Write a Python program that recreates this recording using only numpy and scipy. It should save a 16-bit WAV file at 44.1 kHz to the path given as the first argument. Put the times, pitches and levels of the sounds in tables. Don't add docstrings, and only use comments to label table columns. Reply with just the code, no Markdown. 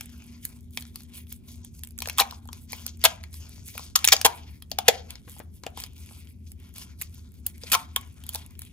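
import sys
import numpy as np
from scipy import signal
from scipy.fft import rfft, irfft
from scipy.io import wavfile
from scipy.ndimage import uniform_filter1d

SR = 44100
rng = np.random.default_rng(int(sys.argv[2]) if len(sys.argv) > 2 else 0)


def store_wav(level_fs):
    pcm = np.round(np.clip(np.atleast_2d(level_fs), -1, 1) * 32767)
    wavfile.write(sys.argv[1], SR, pcm.T.astype(np.int16))


def attenuation_scalar(level_db):
    decades = np.asarray(level_db, float) / 20
    return 10 ** decades


N = 384552

# pitch_hz, level_db (per hertz)
AIR_SPECTRUM = [(15, -60.5), (25, -27.5), (81, 2), (100, -7), (145, -14.5), (242, -13.5), (329, -26.5),
                (396, -24.5), (421, -33), (659, -45), (1000, -52.5), (1300, -80.5)]
# pitch_hz, likeness (0 to 1)
AIR_LIKENESS = [(60, 0.77), (130, 0.97), (290, 0.5), (640, 0.07), (15000, 0.29)]
# time_s, pitch_hz, level_db
MOTOR_HUM = [
    (0, 238.7, -50.5),
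    (2.2, 233.9, -56.5),
    (3.05, 235.6, -54.5),
    (3.3, 237.3, -69.5),
    (8.72, 245, -71),
]

# start_s, level_db, brightness_db, film_tilt_db_per_octave
BRUSHES = [(0.0, -52.5, -4, 2.5), (0.434, -52, 2.5, 6.0), (0.85, -60.5, -0.5, 1.0), (1.143, -51.5, 5, -1.5),
           (1.298, -56.5, 4, 6), (1.487, -53.5, 3, 6.5), (1.64, -64.5, -2.5, 12), (1.75, -61, 1, 12),
           (2.3, -62.5, 7, 7), (2.524, -53, -7, 6.0), (2.859, -52, -6.5, 12), (3.332, -57, 9, 6.5),
           (3.663, -54, 6.5, 6), (5.098, -51, -8.5, -2.0), (5.289, -59.5, 5, 3.5), (5.54, -65.5, 3, 6.0),
           (5.631, -68, 4, 0.5), (6.471, -64, 2.5, 4.5), (6.87, -58, -8.5, 0.5), (7.0, -53, 0, 6.5),
           (7.24, -67.5, -4, 6.5), (7.35, -66.5, -3, 3.5), (7.46, -61.5, -9, 3.0),
           (8.329, -45.5, -3.5, 3.5), (8.41, -60, -8, -1.5), (8.5, -63, -7.5, -4.5)]
# start_s, length_s, level_db, brightness_db,
# film_tilt_db_per_octave
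DRAGS = [(0.09, 0.13, -60, -6.5, 0), (0.207, 0.16, -59, -7.5, 1), (0.498, 0.071, -61.5, -2, 0),
         (0.741, 0.051, -58, 6, 6), (0.947, 0.083, -60.5, -1, 4.0), (1.163, 0.03, -59, 2, -5),
         (1.536, 0.079, -65, -6, 2.0), (1.84, 0.043, -74, -1, 5.0), (2.028, 0.2, -55, -6, 3),
         (2.704, 0.12, -48, -2.5, 4.5), (3.404, 0.17, -55, -5, 6.5), (3.745, 0.14, -52, -3, 4),
         (4.471, 0.091, -63, -3.5, -4.5), (5.32, 0.066, -57.5, -3, 0), (5.775, 0.068, -48.5, -4.5, 3.5),
         (5.966, 0.25, -55.5, -1.5, 1.5), (6.598, 0.094, -62.5, -6.5, -4.5), (6.759, 0.064, -48.5, 0, 3),
         (7.086, 0.056, -64, 2.5, 1.5), (7.157, 0.033, -59.5, -3, 9.0), (7.622, 0.01, -52, -4, -2),
         (7.669, 0.12, -45.5, -4.5, -0.5), (8.178, 0.23, -59, -8.5, 1), (8.592, 0.079, -58.5, -0.5, -1.0),
         (1.1, 0.087, -61, -3, -6), (3.022, .016, -50.5, -6, -2), (4.868, .012, -44, -10, -4),
          (6.25, 0.039, -63, -1, -6), (7.55, .06, -63, -3, -4), (7.97, 0.093, -59, -9, -3),
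          (2.57, 0.069, -65, 4.5, 2), (4.3, .08, -60.5, 6, 0.5), (1.44, .04, -67.5, -6, -3),
          (3.58, .05, -63.5, -3, 8)]
PANELS_HZ = [(2100, 2450, 3000, 3640, 4740, 6350), (8940, 11320, 15000), (650, 1000, 1450)]
# film_db, edge_db, pocket_db
RESTING_DB = (-75.5, -70.5, -88)
# film_db, edge_db, pocket_db
SETTLE_DB = (-33.5, -39, -34)
# film_db_per_s, edge_db_per_s, pocket_db_per_s
SETTLE_DB_PER_S = (131, 196, 139)

# start_s, film_db, edge_db, film_hz
SNAPS = [(.0092, -28, -25, 2490), (.452, -33, -16, 4600), (.7738, -20.5, -24, 2400),
         (1.8352, -34, -24, 3200), (1.9881, -32.5, -24.5, 3420), (2.0574, -28.5, -35, 1670),
         (2.0864, -26.5, -23, 2480), (2.0977, -23, -22, 2450), (2.1993, -9.5, -32, 3880),
         (2.3099, -32.5, -31, 3850), (2.8648, -27, -17.5, 5170), (3.053, -7.5, -18, 3630),
         (3.7785, -26.5, -23, 2560), (3.9561, -11, -16, 4610), (3.9623, -9.5, -7.5, 6350),
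         (4.0441, -9.5, -8, 3600), (4.0498, -15, -4, 3400), (4.0757, -4, -11, 6380), (4.087, -8, -13, 4460),
         (4.1285, -3.5, -16, 4650), (4.1655, -18, -25, 4720), (4.2141, -18, -16.5, 4804),
         (4.787, -15, -12.5, 3334), (5.1055, -31, -26, 3360), (7.0141, -30, -20, 2444),
         (7.4649, -30, -8.5, 5490), (7.7179, -18, -13.5, 2590), (7.962, -14.5, -10, 3200),
         (8.2912, -30, -20.5, 4200), (8.357, -25.5, -21, 4590), (.8527, -44.5, -56, 2280),
         (1.1782, -42, -50, 2450), (2.046, -51, -42, 3760), (2.8793, -35.5, -38, 3660),
         (3.0154, -38.5, -53, 4800), (3.0565, -7.5, -17.5, 2500), (3.6859, -36.5, -39, 6200),
         (4.2506, -11, -17, 3110), (4.263, -15, -12.5, 1925), (4.8824, -6.5, -11, 3504),
         (4.8846, -5.5, -13.5, 2230), (4.8875, -14.5, -14.5, 3595), (6.0901, -45, -58, 2480),
         (6.2723, -49, -61, 3235), (6.8214, -40, -40, 4600), (7.6419, -43, -46, 6590),
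         (7.743, -15, -17, 5600), (8.5529, -50.5, -55.5, 2900)]
# start_s, film_db, edge_db
TICKS = [(0.8084, -45, -32), (0.8233, -36.5, -33), (0.958, -32, -25), (1.0059, -43, -41),
         (1.3253, -54, -22.5), (2.004, -32, -28), (2.176, -32.5, -27), (2.1831, -21, -10),
         (2.189, -16, -15), (2.2063, -17, -11), (2.5302, -32.5, -30), (3.238, -33.5, -34),
         (3.342, -38, -47), (3.678, -54.5, -33), (4.078, -36, -31), (4.1248, -5, -12), (4.132, -14, -6.5),
         (4.623, -39.5, -33.5), (5.1552, -35, -46), (5.3924, -50, -32), (5.801, -33, -26),
         (5.821, -38, -44.5), (5.838, -26.5, -28.5), (6.782, -40, -29), (7.017, -31, -23.5),
         (7.7246, -16, -14), (8.238, -40.5, -37), (8.3473, -26, -18.5), (8.592, -44.5, -23.5),
         (8.6187, -37.5, -29.5), (.8156, -54, -41), (.9987, -52, -47), (1.2693, -52, -50),
         (1.3222, -42, -53), (1.8415, -42, -44), (3.232, -51, -44), (3.6649, -56, -44.5),
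         (4.134, -11, -7.5), (4.6984, -59, -50), (5.8057, -44.5, -32), (5.8632, -42.5, -39),
         (5.9799, -52.5, -44), (6.061, -50, -40.5), (7.731, -16.5, -9.5), (7.734, -29, -7),
         (7.736, -15, -16), (3.044, -27, -15), (.094, -49, -55), (4.8975, -26, -34), (.222, -49, -60),
         (7.141, -51.5, -50), (7.194, -51.5, -55), (5.25, -60.5, -60)]
# start_s, edge_db
FLICKS = [(.058, -34), (.6079, -48), (.7525, -48), (.799, -35), (1.0342, -40.5), (8.6503, -41),
          (1.6477, -31), (1.7927, -39), (1.8726, -34), (1.8882, -45), (1.9076, -39.5), (1.9787, -32),
          (2.1308, -41), (2.475, -40), (2.722, -26), (2.9719, -44), (3.329, -38), (3.4933, -38),
          (3.681, -29.5), (4.7062, -44), (5.2961, -34), (6.5181, -34), (6.6314, -51.5), (7.0211, -19),
          (7.341, -47), (7.4684, -20), (7.5802, -41.5), (7.702, -35), (8.2658, -31.5), (8.4628, -36.5),
          (0.099, -47), (.128, -51), (.8524, -61), (1.02, -45), (2.024, -30), (3.799, -39.5), (6.33, -63),
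          (6.6, -48), (6.691, -51), (6.74, -42), (6.7621, -43), (7.145, -39), (7.3192, -48), (7.643, -45),
          (8.012, -37), (8.074, -49), (8.142, -51), (8.3348, -31), (8.343, -26), (0.241, -44.5),
          (0.266, -47), (.6426, -58), (0.708, -47), (1.848, -35), (2.4551, -47), (2.6192, -49),
          (2.9934, -45.5), (3.009, -50.5), (4.6024, -60), (5.318, -38.5), (5.7037, -52), (5.9329, -47),
          (8.1239, -60), (8.5072, -47), (1.92, -50), (1.9945, -40), (7.29, -57), (.63, -56), (.15, -54),
          (5.385, -38)]
# start_s, film_db, edge_db, pocket_db, pocket_hz
POPS = [(2.021, -23.5, -22.5, -38, 1150), (2.0736, -30.5, -25, -32.5, 690), (2.185, -19, -35, -19.5, 1110),
        (2.1945, -22, -13, -14.5, 1050), (2.2027, -16, -9, -29, 870), (2.4885, -40.5, -60, -37.5, 1020),
        (2.731, -24.5, -24, -35, 1000), (3.04, -10.5, -7, -24, 690), (3.0503, -13.5, -1, -16, 1150),
        (3.753, -46, -52, -40.5, 630), (3.794, -35, -44, -34, 1010), (3.9589, -9.5, -5.5, -16.5, 1160),
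        (3.99, -29, -29, -37, 1300), (4.1215, -5.5, -11, -24, 860), (4.2482, -12, -8.5, -15.5, 748),
        (4.716, -21, -23.5, -34.5, 674), (4.787, -38, -38.5, -21.5, 760), (4.8821, -12.5, -4.5, -14, 730),
        (5.636, -35.5, -47, -41, 1067), (5.6655, -28.5, -39, -28.5, 714), (5.7741, -34, -29.5, -35.5, 943),
        (7.6353, -32, -50, -41.5, 532.6), (7.7403, -15.5, -14.5, -18.5, 1330),
        (7.7497, -15, -15, -17, 1060), (2.2098, -25, -16, -17.5, 810), (3.0469, -19.5, -15, -21, 1041),
        (4.2529, -10, -14, -14, 1000), (4.257, -12, -21, -13, 1028), (4.1387, -21, -30, -24.5, 692),
        (5.4006, -48, -42, -38.5, 590)]
# start_s, pocket_db, pocket_hz
DENTS = [
    (2.324, -35.5, 1030),
    (2.455, -52.5, 810),
    (3.58, -53, 676),
    (4.718, -41, 620),
    (5.365, -48.5, 798),
    (5.6685, -50.5, 696),
    (6.11, -51, 754),
    (7.966, -29, 1114),
    (8.352, -33, 880),
]
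# start_s, end_s, film_db, edge_db, pocket_hz
TEARS = [
    (2.193, 2.221, -19.5, -24, 950),
    (3.043, 3.05, -15.5, -13, 863),
    (4.12, 4.132, -14, -13.5, 803),
    (4.247, 4.264, -12.5, -9, 905),
    (4.881, 4.885, -7.5, -16.5, 577),
    (7.729, 7.752, -17.5, -15, 1150),
    (7.718, 7.727, -22.5, -13.5, 1900),
    (3.051, 3.061, -14, -18, 700),
    (4.885, 4.889, -11, -19.5, 710),
]
# start_s, level_db, pitch_hz
THUMPS = [
    (4.252, -11, 410),
    (5.276, -31, 260),
    (5.4, -27, 299.5),
    (7.724, -26, 234.4),
    (5.6353, -28, 400),
    (5.664, -25.5, 397),
    (5.7743, -31, 299),
]
# start_s, level_db, pitch_hz, fade_by_60_db_s
DRUMS = [(4.887, -8, 581, .03), (4.884, -16, 780, 0.053), (4.888, -15, 410, .025),
         (4.256, -15.5, 1010, 0.043), (4.134, -20, 630, 0.021), (2.2, -20, 799, 0.056),
         (2.196, -23.5, 1027, .05), (7.75, -20, 1080, 0.068), (7.742, -20, 1310, 0.059),
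         (7.751, -22, 734, 0.031), (3.052, -16, 610, 0.02), (4.788, -30, 716, .06), (7.964, -36, 1100, .12),
         (4.258, -28, 950, .2), (2.22, -34, 800, .2), (7.755, -30, 900, .12)]

# pitch_hz, fade_by_60_db_s
ROOM_RING = [(400, 0.42), (1060, 0.36), (2800, 0.16), (7400, 0.11), (15000, 0.12)]
# pitch_hz, width_hz, level_db
TONE_COLOUR = [(2070, 130, -6.5), (3420, 270, 1.5), (9140, 1400, 3.5), (15600, 1000, 0.5), (1600, 500, 3.5),
               (6800, 1800, 2.5)]
# pitch_hz, left_minus_right_db
SHADE = [(200, 2), (400, 7), (700, 9), (1300, 2.5), (2400, 1), (4400, 5.5), (7000, 1)]


def at_hz(points, hz):
    table_hz, values = np.array(points)[:, :2].T
    return np.interp(np.log(hz + 1), np.log(table_hz), values)


def drift(rate):
    points = rng.standard_normal(500)
    return np.interp(np.arange(N) / SR * rate, np.arange(500), points)


def rms_one(x):
    return x / np.sqrt(np.mean(x ** 2) + 1e-20)


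def resonance(f, hz, q):
    return 1 / (1 + 1j * q * (f / hz - hz / (f + 1e-9)))


def ears(f, film, edge, pocket, turn):
    body = film * attenuation_scalar(3.0) + pocket * attenuation_scalar(2.4)
    shade = attenuation_scalar(at_hz(SHADE, f) / 2)
    left = body * shade + edge
    right = body / shade * np.exp(-1j * turn) + edge
    return np.stack([left, right])


def crackle(shape, spread_db):
    return rng.standard_normal(shape) * attenuation_scalar(spread_db * np.minimum(rng.exponential(1, shape), 5))


def ventilation():
    f = np.arange(N // 2 + 1) * SR / N
    mid, side = rfft(rng.standard_normal((2, N))) * attenuation_scalar(at_hz(AIR_SPECTRUM, f)) * (f < 1700)
    alike = np.clip(at_hz(AIR_LIKENESS, f), 0, 1)
    air = irfft(np.sqrt(1 + alike) * mid + np.sqrt(1 - alike) * side * [[1], [-1]], N)

    times, *columns = np.transpose(MOTOR_HUM)
    hum_hz, hum_db = [np.interp(np.arange(N) / SR, times, c) for c in columns]
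    hum_gain = np.sqrt(2) * attenuation_scalar(hum_db + 2.3 * drift(14.0))
    hum = hum_gain * np.sin(2 * np.pi * np.cumsum(hum_hz + 1.5 * drift(5.7)) / SR)

    boom_gain = attenuation_scalar(-49.0 + 1.0 * drift(23))
    boom = boom_gain * np.sin(2 * np.pi * np.cumsum(78.5 + 2.0 * drift(16)) / SR)
    return attenuation_scalar(-47) * rms_one(air) * attenuation_scalar([[.8], [-.8]]) + hum + boom * attenuation_scalar([[1.1], [-1.1]])


def rubbing(crease):
    brush_s, rise_db_per_s, fade_db_per_s = 0.036, 700, 300
    brushes = [(s, brush_s, *rest) for s, *rest in BRUSHES]
    start, length, db, bright, tilt = np.array(DRAGS + brushes).T[:, :, None]
    t = np.arange(0, N + 128, 128) / SR
    rise = rise_db_per_s * np.maximum(start - t, 0)
    fade = fade_db_per_s * np.maximum(t - start - length, 0)
    shape = db - rise - fade
    after = t - crease[0][:, None]
    levels = []
    for k, voice_db in enumerate((0, 3.5 + bright, -15 - bright)):
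        settle = crease[k + 1][:, None] + SETTLE_DB[k] - SETTLE_DB_PER_S[k] * np.abs(after)
        still = (attenuation_scalar(settle) ** 2 * (after > 0)).sum(axis=0) + attenuation_scalar(RESTING_DB[k]) ** 2
        group = []
        for hz in PANELS_HZ[k]:
            lean = (tilt - 1.5) * np.log2(hz / 3700) * (k == 0)
            power = still + (attenuation_scalar(shape + voice_db + lean) ** 2).sum(axis=0)
            group.append(np.interp(np.arange(N) / SR, t, 10 * np.log10(power)))
        levels.append(group)
    return levels


def rustle(levels_db):
    f = np.arange(N // 2 + 1) * SR / N
    strays = 17 * rng.standard_normal(N) * (rng.random(N) < 330 / SR)
    parts = []
    for group, group_db in zip(PANELS_HZ, levels_db):
        grain = rfft(crackle(N, spread_db=4.8) * attenuation_scalar(3.5 * drift(55)) + strays)
        rings = []
        for hz, db in zip(group, group_db):
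            swell = attenuation_scalar(db + 3 * drift(14))
            rings.append(swell * rms_one(irfft(grain * resonance(f, hz, 3.2) ** 2, N)))
        mixed = (sum(rings[::2]) - sum(rings[1::2])) / np.sqrt(len(group))
        parts.append(rfft(attenuation_scalar(-5.0) * mixed))
    turn = 1.59 * np.minimum(f / 600, 1) + 0.073 * np.sin(f / 500)
    return irfft(ears(f, *parts, turn), N)


def creases():
    snap, pop, dent, tick, flick = map(np.transpose, (SNAPS, POPS, DENTS, TICKS, FLICKS))
    taut = [*snap[:3], snap[1] - 25.5]
    small = np.hstack([tick, [flick[0], flick[1] - 13.5, flick[1]]])
    dented = [dent[0], dent[1] - 7.5, dent[1] - 15, dent[1], dent[2]]
    hollow = np.hstack([pop, dented])
    levels = np.hstack([taut, hollow[:4], [*small, small[1] - 19.5]])

    slack = rng.random((levels.shape[1], 2))
    film_hz = 2200 * 2.4 ** slack[:, 0]
    pocket_hz = 750 * 2.1 ** slack[:, 1]
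    film_hz[:len(SNAPS)] = snap[3]
    pocket_hz[len(SNAPS):len(SNAPS) + hollow.shape[1]] = hollow[4]
    return np.vstack([levels, film_hz, pocket_hz])


def voices(f, film_hz, edge_hz, pocket_hz):
    film = resonance(f, film_hz, 5.5) + .5 * resonance(f, 3600, 0.44) ** 2
    edge = resonance(f, edge_hz, 0.93) ** 2
    pocket = resonance(f, pocket_hz, 3.8) * resonance(f, pocket_hz, 0.77)
    return film, edge, pocket


def struck(bursts, film_db, edge_db, pocket_db, film_hz, pocket_hz):
    size = bursts.shape[1]
    f = np.arange(size // 2 + 1) * SR / size
    spectra = rfft(bursts)
    edge_hz = 10880 + 520 * np.clip(edge_db - film_db - 13, 0, 8)
    responses = voices(f, film_hz[:, None], edge_hz[:, None], pocket_hz[:, None])
    parts = []
    for response, db in zip(responses, (film_db, edge_db, pocket_db)):
        ringing = spectra * response
        top = uniform_filter1d(irfft(ringing) ** 2, size=48).max(axis=1)
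        parts.append(ringing * (attenuation_scalar(db) / np.sqrt(2 * top))[:, None])
    place = rng.standard_normal((len(bursts), 2))
    turn = (1.35 + .3 * place[:, :1]) * np.minimum(f / 1100, 1)
    turn = turn + .5 * place[:, 1:] * np.minimum(f / 4000, 1)
    return irfft(ears(f, *parts, turn))


def add(out, starts, pieces):
    for k, s in enumerate(starts):
        i = int(s * SR)
        out[:, i:i + pieces.shape[2]] += pieces[:, k, :N - i]


def snaps(crease):
    s, *controls = crease
    lead_s = .003
    t = np.arange(2048) / SR - lead_s
    giving_way = np.exp(t / .0005) * .9 + .1 * np.exp(t / .0015)
    settling = np.exp(-t / .0008) * .9 + .1 * np.exp(-t / .004)
    flip = np.where(t < 0, giving_way, settling)
    out = np.zeros((2, N))
    add(out, s + .0004 - lead_s, struck(rng.standard_normal((len(s), len(t))) * flip, *controls))
    return out


def tears():
    start, end, film_db, edge_db, pocket_hz = np.transpose(TEARS)
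    t = np.arange(4096) / SR
    past_end = np.maximum(t - (end - start)[:, None], 0)
    pull = np.clip(t / .002, 0, 1) * np.exp(-past_end / .0025)
    clumps = attenuation_scalar(25.0 * uniform_filter1d(rng.standard_normal(pull.shape), size=60))
    bursts = crackle(pull.shape, spread_db=-2.0) * clumps * pull
    film_hz = np.full(len(start), 2450.0)
    out = np.zeros((2, N))
    add(out, start, struck(bursts, film_db, edge_db, film_db - 6, film_hz, pocket_hz))
    return out


def thumps():
    out, t = np.zeros(N), np.arange(N) / SR
    knock_band = signal.butter(2, [350, 2200], "band", fs=SR, output="sos")
    knock = signal.sosfilt(knock_band, rng.standard_normal(N))
    for s, db, hz, t60 in DRUMS:
        after = np.maximum(t - s, 0)
        fade = attenuation_scalar(db - 60 * after / t60)
        out += fade * np.sin(2 * np.pi * hz * after) * (1 - np.exp(-after / 0.0013))
    for s, db, hz in THUMPS:
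        after = np.maximum(t - s, 0)
        ring = np.sin(2 * np.pi * hz * after) * np.exp(-after / 0.0016)
        ring = ring + 0.5 * knock * np.exp(-after / 0.0087)
        out += attenuation_scalar(db) * ring * (1 - np.exp(-after / .001))
    return out * attenuation_scalar([[3.6], [-3.6]])


def room(x):
    room_db, table_db = -16, -11.5
    t, tail = np.arange(SR // 2) / SR, 0
    edges = 300 * 2 ** np.arange(0, 6.1, .75)
    for low, high in zip(edges, edges[1:]):
        band_filter = signal.butter(2, [low, high], "band", fs=SR, output="sos")
        band = signal.sosfilt(band_filter, rng.standard_normal((2, len(t))))
        tail = tail + band * attenuation_scalar(-60 * t / at_hz(ROOM_RING, np.sqrt(low * high)))
    tail_size = np.sqrt((tail ** 2).sum(axis=1, keepdims=True))
    tail = attenuation_scalar(room_db) * tail * np.clip(t / 0.0024, 0, 1) / tail_size
    dull = signal.lfilter([.45], [1, -.55], rng.standard_normal((2, len(t))))
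    early = dull * np.exp(-t / 0.01) * (t > .002)
    early = attenuation_scalar(table_db) * early / np.sqrt((early ** 2).sum(axis=1, keepdims=True))
    return signal.fftconvolve(.7 * x + .3 * x[::-1], tail + early, axes=1)[:, :N]


def scene():
    crease = creases()
    film = rustle(rubbing(crease)) + snaps(crease) + tears() + thumps()
    f = np.arange(N // 2 + 1) * SR / N
    colour = 1
    for hz, width, db in TONE_COLOUR:
        colour = colour * (1 + (attenuation_scalar(db) - 1) * resonance(f, hz, hz / width))
    heard = irfft(rfft(film + room(film)) * colour, N)
    hiss = attenuation_scalar(-76.5) * rng.standard_normal((2, N))
    return heard + ventilation() + hiss


def band_limit(x):
    return signal.sosfilt(signal.butter(12, 16680, fs=SR, output="sos"), x)


def record(dry):
    port_lag_s, in_step_hz, cutoff_hz = .000245, 11250, 16600
    f = np.arange(N // 2 + 1) * SR / N
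    sides = rfft(dry)
    shared = np.clip((f - 6000) / 4800, 0, .9)
    late = np.stack([np.exp(-2j * np.pi * (f - in_step_hz) * port_lag_s), np.ones_like(f)])
    heard = irfft((1 - shared) * sides + shared * sides.mean(axis=0) * late, N)
    top_cut = signal.cheby2(12, 70, cutoff_hz, fs=SR, output="sos")
    mix = np.clip(signal.sosfilt(top_cut, np.clip(heard, -1, 1)), -1, 1)
    return band_limit(mix)


dry = scene()
out = record(dry)
store_wav(out)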